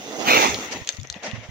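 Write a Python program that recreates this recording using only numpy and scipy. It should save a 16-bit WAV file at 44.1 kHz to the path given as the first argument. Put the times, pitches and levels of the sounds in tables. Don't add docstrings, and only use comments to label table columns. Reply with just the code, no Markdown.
import sys
import numpy as np
from scipy import signal
from scipy.fft import rfft, irfft
from scipy.io import wavfile
from scipy.ndimage import uniform_filter1d

SR = 44100
rng = np.random.default_rng(int(sys.argv[2]) if len(sys.argv) > 2 else 0)


def materialize(psi):
    bounded = np.clip(np.atleast_2d(psi).T, -1, 1)
    quanta = np.round(bounded * 32767).astype(np.int16)
    wavfile.write(sys.argv[1], SR, quanta)


N = 66150
T, HZ = np.arange(N) / SR, np.fft.rfftfreq(N, 1 / SR)


def amp(db):
    return 10 ** (np.asarray(db) / 20)


def unit(x):
    return x / np.sqrt(np.mean(x ** 2) + 1e-20)


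def over_pitch(table):
    hz, value = np.transpose(table)
    return np.interp(np.log(HZ + 1), np.log(hz), value)


def over_time(table):
    times, *columns = np.transpose(table)
    return [np.interp(T, times, column) for column in columns]


def pan(db):
    gains = amp(np.atleast_1d(db) * np.array([[.5], [-.5]]))
    return gains / np.sqrt((gains ** 2).mean(0))


def add(mix, start, sound):
    part = mix[:, max(round(start * SR), 0):][:, :sound.shape[-1]]
    part += sound[..., :part.shape[1]]


def white():
    return rng.standard_normal((2, N))


def flutter(depth, rate_hz):
    wobble = unit(irfft(rfft(rng.standard_normal(N)) * HZ / (1 + (HZ / rate_hz) ** 4), N))
    return unit(np.exp(depth * wobble))


def rings(table):
    return sum(amp(db) ** 2 / (1 + 2 * ((HZ - hz) / width) ** 2) ** 2 for hz, width, db in table)


def resonate(x, hz, width_hz):
    turn = np.exp(2j * np.pi * np.cumsum(hz) / SR)
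    decay = np.exp(-np.pi * width_hz / SR)
    return 2 * (turn * signal.lfilter([1 - decay], [1, -decay], x / turn)).real


# frequency in Hz, likeness from 0 to 1.
NEAR_LIKENESS = [(100, 1), (700, 0.92), (2500, 1), (4500, 0.47), (7000, 0.19), (15000, 0.17)]
FAR_LIKENESS = [(60, 0.41), (300, 0.97), (800, 0.78), (1600, 0.41), (4000, 0.13), (9000, 0.58)]
def stereo(noises, tone, likeness, left_lag_s=0):
    shared, other = rfft(noises)
    alike = np.clip(over_pitch(likeness), 0, 1)
    left = shared * np.exp(-2j * np.pi * HZ * left_lag_s)
    right = alike * shared + np.sqrt(1 - alike ** 2) * other
    return unit(irfft(np.array([left, right]) * tone, N))


# frequency in Hz, level in dB.
AIR_TONE = [(25, -17), (70, 3), (200, -1.5), (330, -4.5), (560, 1.5), (1000, 0), (1500, -7.5), (1950, 7),
            (2200, 0.5), (2700, 1.5), (4500, -13), (6500, -10), (8200, -41), (15000, -58)]
# frequency in Hz, balance in dB.
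AIR_BALANCE = [(100, -2.5), (1000, -1.5), (2100, 15), (4000, -0.5), (9000, 11)]
# time in seconds, level in dB.
AIR_SWELL = [(0, -73), (.66, -40), (.76, -36), (.86, -48.5), (1.02, -57.5), (1.12, -47), (1.2, -45.5),
             (1.33, -40.5), (1.5, -46.5)]
def outdoor_air():
    tone = amp(over_pitch(AIR_TONE)) * pan(over_pitch(AIR_BALANCE))
    rustle = stereo(white(), tone, FAR_LIKENESS)
    return rustle * amp(over_time(AIR_SWELL)[0]) * flutter(depth=0.2, rate_hz=18)


# start in seconds, level in dB, pitch in Hz, seconds to fade 60 dB, balance in dB.
AIR_PUFFS = [(0.367, -26.5, 118, 0.096, -17), (0.486, -29, 74, .2, -13), (0.526, -28.5, 107.6, 0.16, -26),
             (0.767, -37, 181, 0.15, -5), (.812, -24, 102, 0.048, -25), (.935, -39.5, 100, .08, -9),
             (0.983, -25, 93, 0.11, 21), (1.016, -35.5, 132, 0.22, 15), (1.101, -38, 72, 0.14, 20),
             (1.16, -26.5, 205, 0.033, -3), (1.275, -31, 221, 0.14, -2.5), (1.33, -22, 117.3, 0.1, -33),
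             (1.374, -30, 111.4, 0.19, -20), (1.486, -25, 87.4, 0.054, -27)]
def puffs():
    out, t = np.zeros((2, N)), T[:12000]
    rise_s, roughness, top_hz = 0.0032, 0.46, 286
    for start, db, hz, fade_s, balance in AIR_PUFFS:
        band = signal.butter(2, [hz / 2, hz * 2], "band", fs=SR, output="sos")
        lumps = unit(signal.sosfilt(band, white()))[:, -len(t):]
        thump = np.sin(2 * np.pi * hz * t) + roughness * lumps
        level = np.minimum(t / rise_s, 1) * amp(db - 60 * t / fade_s)
        add(out, start, thump * level * pan(balance))
    return signal.sosfilt(signal.butter(4, top_hz, fs=SR, output="sos"), out)


def grains(per_second=5000, spread_db=3.5):
    size = amp(spread_db * np.minimum(rng.exponential(1, (2, N)), 4))
    return np.sign(white()) * size * (rng.random((2, N)) < per_second / SR)


# start in seconds, length in seconds, level in dB,
# grit in dB above the crunch, seconds to fade 60 dB.
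GRAVEL_SHIFTS = [(0.709, 0.017, -30, 1, 0.12), (.872, 0.029, -44, 2.5, 0.059), (0.929, .014, -48, 6, 0.13),
                 (1.036, 0.015, -38, -10, 0.034), (1.151, 0.0063, -36, -7, 0.04),
                 (1.222, 0.054, -30.5, -7.5, 0.16), (1.342, 0.0058, -37, -10, 0.21),
                 (1.421, 0.018, -42, -8.5, 0.2)]
# frequency in Hz, level in dB.
CRUNCH_TONE = [(60, -32), (150, -19), (230, -5.5), (350, -12), (580, 3), (800, -8), (1200, -13.5),
               (2200, -6.5), (4000, -19.5), (8000, -71)]
GRIT_TONE = [(500, -34), (1400, -18), (2000, 2.5), (2600, -5), (3500, -9), (4600, -0.5), (6400, 1.5),
             (7300, -8), (8500, -20), (15000, -37)]
def gravel(rise_s=0.016):
    crunch_level, grit_level = np.zeros((2, N))
    for start, length, db, grit_db, fade_s in GRAVEL_SHIFTS:
        fade_db = 60 * np.maximum(T - start - length, 0) / fade_s
        push = np.clip((T - start) / rise_s, 0, 1) * amp(db - fade_db)
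        crunch_level += push
        grit_level += push * amp(grit_db)
    crunch = stereo(grains(), amp(over_pitch(CRUNCH_TONE)), FAR_LIKENESS, left_lag_s=.00007)
    grit = stereo(grains(), amp(over_pitch(GRIT_TONE)) * pan(3.9), FAR_LIKENESS, left_lag_s=.00005)
    return crunch_level * crunch + grit_level * grit


# start in seconds, level in dB, pitch in Hz,
# microphone ring in dB above that level, balance in dB.
STONE_KNOCKS = [(.5446, -10, 4300, -13, -1), (0.5484, -18.5, 2900, -12, 13), (0.8477, -32, 3180, 1, -3),
                (.8737, -20, 2700, 3, 6), (0.874, -22, 3120, 4, 7), (0.8752, -20.5, 2550, 5, -24),
                (.8812, -25, 3200, -5, -6), (.8900, -9, 3600, 4, 12), (.8925, -16.5, 2790, 0, -14),
                (.9018, -25.5, 3060, -1, -8), (.9245, -33, 3380, 12, 1), (.9310, -33.5, 2480, 7, 8),
                (.9480, -34, 3700, 5, 2), (.9695, -27.5, 4470, 1.5, 2), (.9995, -27, 3700, -5.5, 7),
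                (1.0130, -32, 5330, -5, -3), (1.0323, -25.5, 5700, -3, -3), (1.0507, -36, 2150, -13, 8),
                (1.0722, -37, 2680, 12, 14), (1.1003, -14, 4280, 0.5, 2.5), (1.1260, -20, 4970, -22, -4),
                (1.1424, -23.5, 2880, -22, 20), (1.1635, -36, 3100, -14, -6), (1.2335, -28, 4070, 3.5, 6),
                (1.3135, -21.5, 2900, -8, 6)]
# multiple of its pitch, level in dB.
STONE_NOTES = [(.66, -29), (1, 2), (1.22, -1.5)]
def stones():
    out, t = np.zeros((2, N)), T[:1024]
    ring_s, mic_s, crack_s = 0.004, 0.0058, 0.0047
    contact_s = .00018
    onset = 1 - np.exp(-t / contact_s)
    for start, db, hz, mic_db, balance in STONE_KNOCKS:
        age = np.maximum(t - rng.uniform(0, .00008, (2, 1)), 0)
        ring = sum(amp(note_db) * np.sin(2 * np.pi * hz * k * age) for k, note_db in STONE_NOTES)
        ring *= amp(-60 * age / ring_s)
        mic_hz = 6710 * rng.uniform(0.89, 1.04)
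        mic_ring = np.sin(2 * np.pi * mic_hz * age) * amp(mic_db - 60 * age / mic_s)
        crack = rng.standard_normal((2, len(t))) * amp(0.5 + 0.49 * mic_db - 60 * t / crack_s)
        add(out, start, (ring + mic_ring + crack) * onset * amp(db) * pan(balance))
    body = signal.sosfilt(signal.butter(6, [1400, 7400], "band", fs=SR, output="sos"), out)
    return body + amp(-24) * out


def ground_echo(x, level_db=-9, fade_s=0.11):
    tail = rng.standard_normal((2, 6000)) * amp(-60 * T[:6000] / fade_s)
    return amp(level_db) * signal.fftconvolve(x, tail / np.linalg.norm(tail[0]), axes=1)[:, :N]


# time in seconds, thin hiss in dB, hollow part in dB,
# balance in dB (halved for the thin hiss).
HISS_SWELL = [(0, -41, -38, -3), (.1, -37.5, -39, -4.5), (.18, -36, -34, -9), (.214, -30, -27.5, -11),
              (.25, -33, -30, -8), (.42, -19.5, -29, -10), (.53, -30.5, -33, -2), (.575, -34.5, -36.5, 1),
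              (.65, -33.5, -39.5, -1.5), (.695, -41, -45, -1.5), (.77, -38.5, -39.5, -1),
              (.84, -47, -56, 1), (.96, -47.5, -59.5, 4), (1.05, -55.5, -95, -1)]
# frequency in Hz, level in dB.
THIN_TONE = [(500, -29), (1000, -3), (1500, -5.5), (2100, -3), (2800, -0.5), (3800, -4.5), (4900, -8),
             (6500, 2.5), (7200, -7.5), (8100, -20.5), (12500, -25.5), (15200, -17)]
HOLLOW_TONE = [(50, -29), (130, -8), (230, 1.5), (420, 3.5), (560, -0.5), (760, 0.5), (1100, -11.5),
               (2000, -57)]
# pitch in Hz, width in Hz, level in dB.
THIN_RINGS = [(1320, 230, 0), (2050, 120, 3.5), (2770, 61, 4), (3560, 420, -1), (6520, 220, -9.5)]
# frequency in Hz, balance in dB.
THIN_BALANCE = [(1000, 0), (4000, 1), (5100, -12), (6000, 0.5), (6700, 8.5), (15000, 5)]
def steady_hiss():
    thin_db, hollow_db, balance = over_time(HISS_SWELL)
    tone = np.sqrt(amp(over_pitch(THIN_TONE)) ** 2 + rings(THIN_RINGS)) * pan(over_pitch(THIN_BALANCE))
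    thin = stereo(white(), tone, FAR_LIKENESS, left_lag_s=0.00021)
    hollow = stereo(white(), amp(over_pitch(HOLLOW_TONE)), FAR_LIKENESS, left_lag_s=0.000042)
    breath = thin * amp(thin_db) * pan(.5 * balance) + hollow * amp(hollow_db) * pan(balance)
    return breath * flutter(depth=0.15, rate_hz=145)


def spit(hz=6470, width_hz=1100, level_db=-29.5, peak_s=.503, span_s=.013):
    spurt = stereo(white(), rings([(hz, width_hz, 0)]) * pan(5.2), NEAR_LIKENESS)
    return spurt * amp(level_db) * np.exp(-((T - peak_s) / span_s) ** 2)


def mic_sizzle(sides, hz=14600, width_hz=810, peak_s=0.32, span_s=0.16):
    fizz = stereo(white(), np.sqrt(rings([(hz, width_hz, 0)])) * sides, NEAR_LIKENESS)
    return fizz * np.exp(-((T - peak_s) / span_s) ** 2)


# frequency in Hz, level in dB.
RUSH_TONE = [(30, -42), (120, -13.5), (300, -3.5), (1100, -2), (3000, -13.5), (5000, -15.5), (6900, -22),
             (8000, -34.5), (12500, -41), (16000, -42)]
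# pitch in Hz, width in Hz, level in dB.
THROAT_RINGS = [(290, 100, -6), (520, 180, 0), (740, 220, -3), (1350, 200, -8), (2060, 160, -3),
                (3680, 200, -5), (4150, 220, -5), (5600, 500, -11), (6380, 330, -7)]
# time in seconds, pitch in Hz, level in dB.
MOUTH_GLIDE = [(.27, 2650, -7.5), (.32, 2460, -3.5), (.37, 2470, -4.5), (.43, 2170, -9), (.47, 2030, -0.5),
               (.52, 2100, -2.5)]
# frequency in Hz, balance in dB.
BLAST_BALANCE = [(100, -32), (500, -10), (1150, -10), (1600, -1), (2600, 1), (4800, -3), (6500, 3.5),
                 (11000, -6), (14500, 18)]
def blast(level_db=-15, full_s=0.2812, release_s=0.44, left_lag_s=0.000437):
    sides = pan(over_pitch(BLAST_BALANCE))
    wobble = flutter(depth=.12, rate_hz=170)
    throat_tone = np.sqrt(amp(over_pitch(RUSH_TONE)) ** 2 + rings(THROAT_RINGS))
    throat = stereo(white() * wobble, throat_tone * sides, NEAR_LIKENESS, left_lag_s)
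    jet = stereo(white() * wobble, sides, NEAR_LIKENESS, left_lag_s)
    mouth_hz, mouth_db = over_time(MOUTH_GLIDE)
    mouth = resonate(jet, mouth_hz, width_hz=820)
    mouth = unit(resonate(mouth, mouth_hz, width_hz=820))
    hiss = amp(-2.5) * throat + amp(mouth_db) * mouth + amp(-19.5) * mic_sizzle(sides)
    rise, sag, release = 544, 7.5, 199
    drop_db = (rise * np.maximum(full_s - T, 0)
               + sag * np.maximum(T - full_s, 0)
               + release * np.maximum(T - release_s, 0))
    return hiss * amp(level_db - drop_db)


def shimmer(x, depth_db=2.61, patch_hz=301.2, patch_s=0.047):
    spectrum = signal.stft(x, nperseg=512, noverlap=384)[2]
    patches = uniform_filter1d(rng.standard_normal(spectrum.shape[1:]), round(patch_hz * 512 / SR), 0)
    patches = unit(uniform_filter1d(patches, round(patch_s * SR / 128), 1))
    return signal.istft(spectrum * amp(depth_db * patches), nperseg=512, noverlap=384)[1][:, :N]


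def scene():
    knocks = stones()
    hiss_and_air = shimmer(steady_hiss() + blast() + spit() + outdoor_air())
    return hiss_and_air + knocks + ground_echo(knocks) + gravel() + puffs()


def record(dry):
    low_cut_hz, ceiling, top_hz = 49, .88, 15900
    thinned = signal.sosfilt(signal.butter(2, low_cut_hz, "high", fs=SR, output="sos"), dry)
    rounded = thinned / (1 + (thinned / ceiling) ** 10) ** (1 / 10)
    treble_cut = signal.firwin(401, top_hz, window=("kaiser", 9), fs=SR)
    return signal.oaconvolve(rounded, treble_cut[None], "same")


dry = scene()
out = record(dry)
materialize(out)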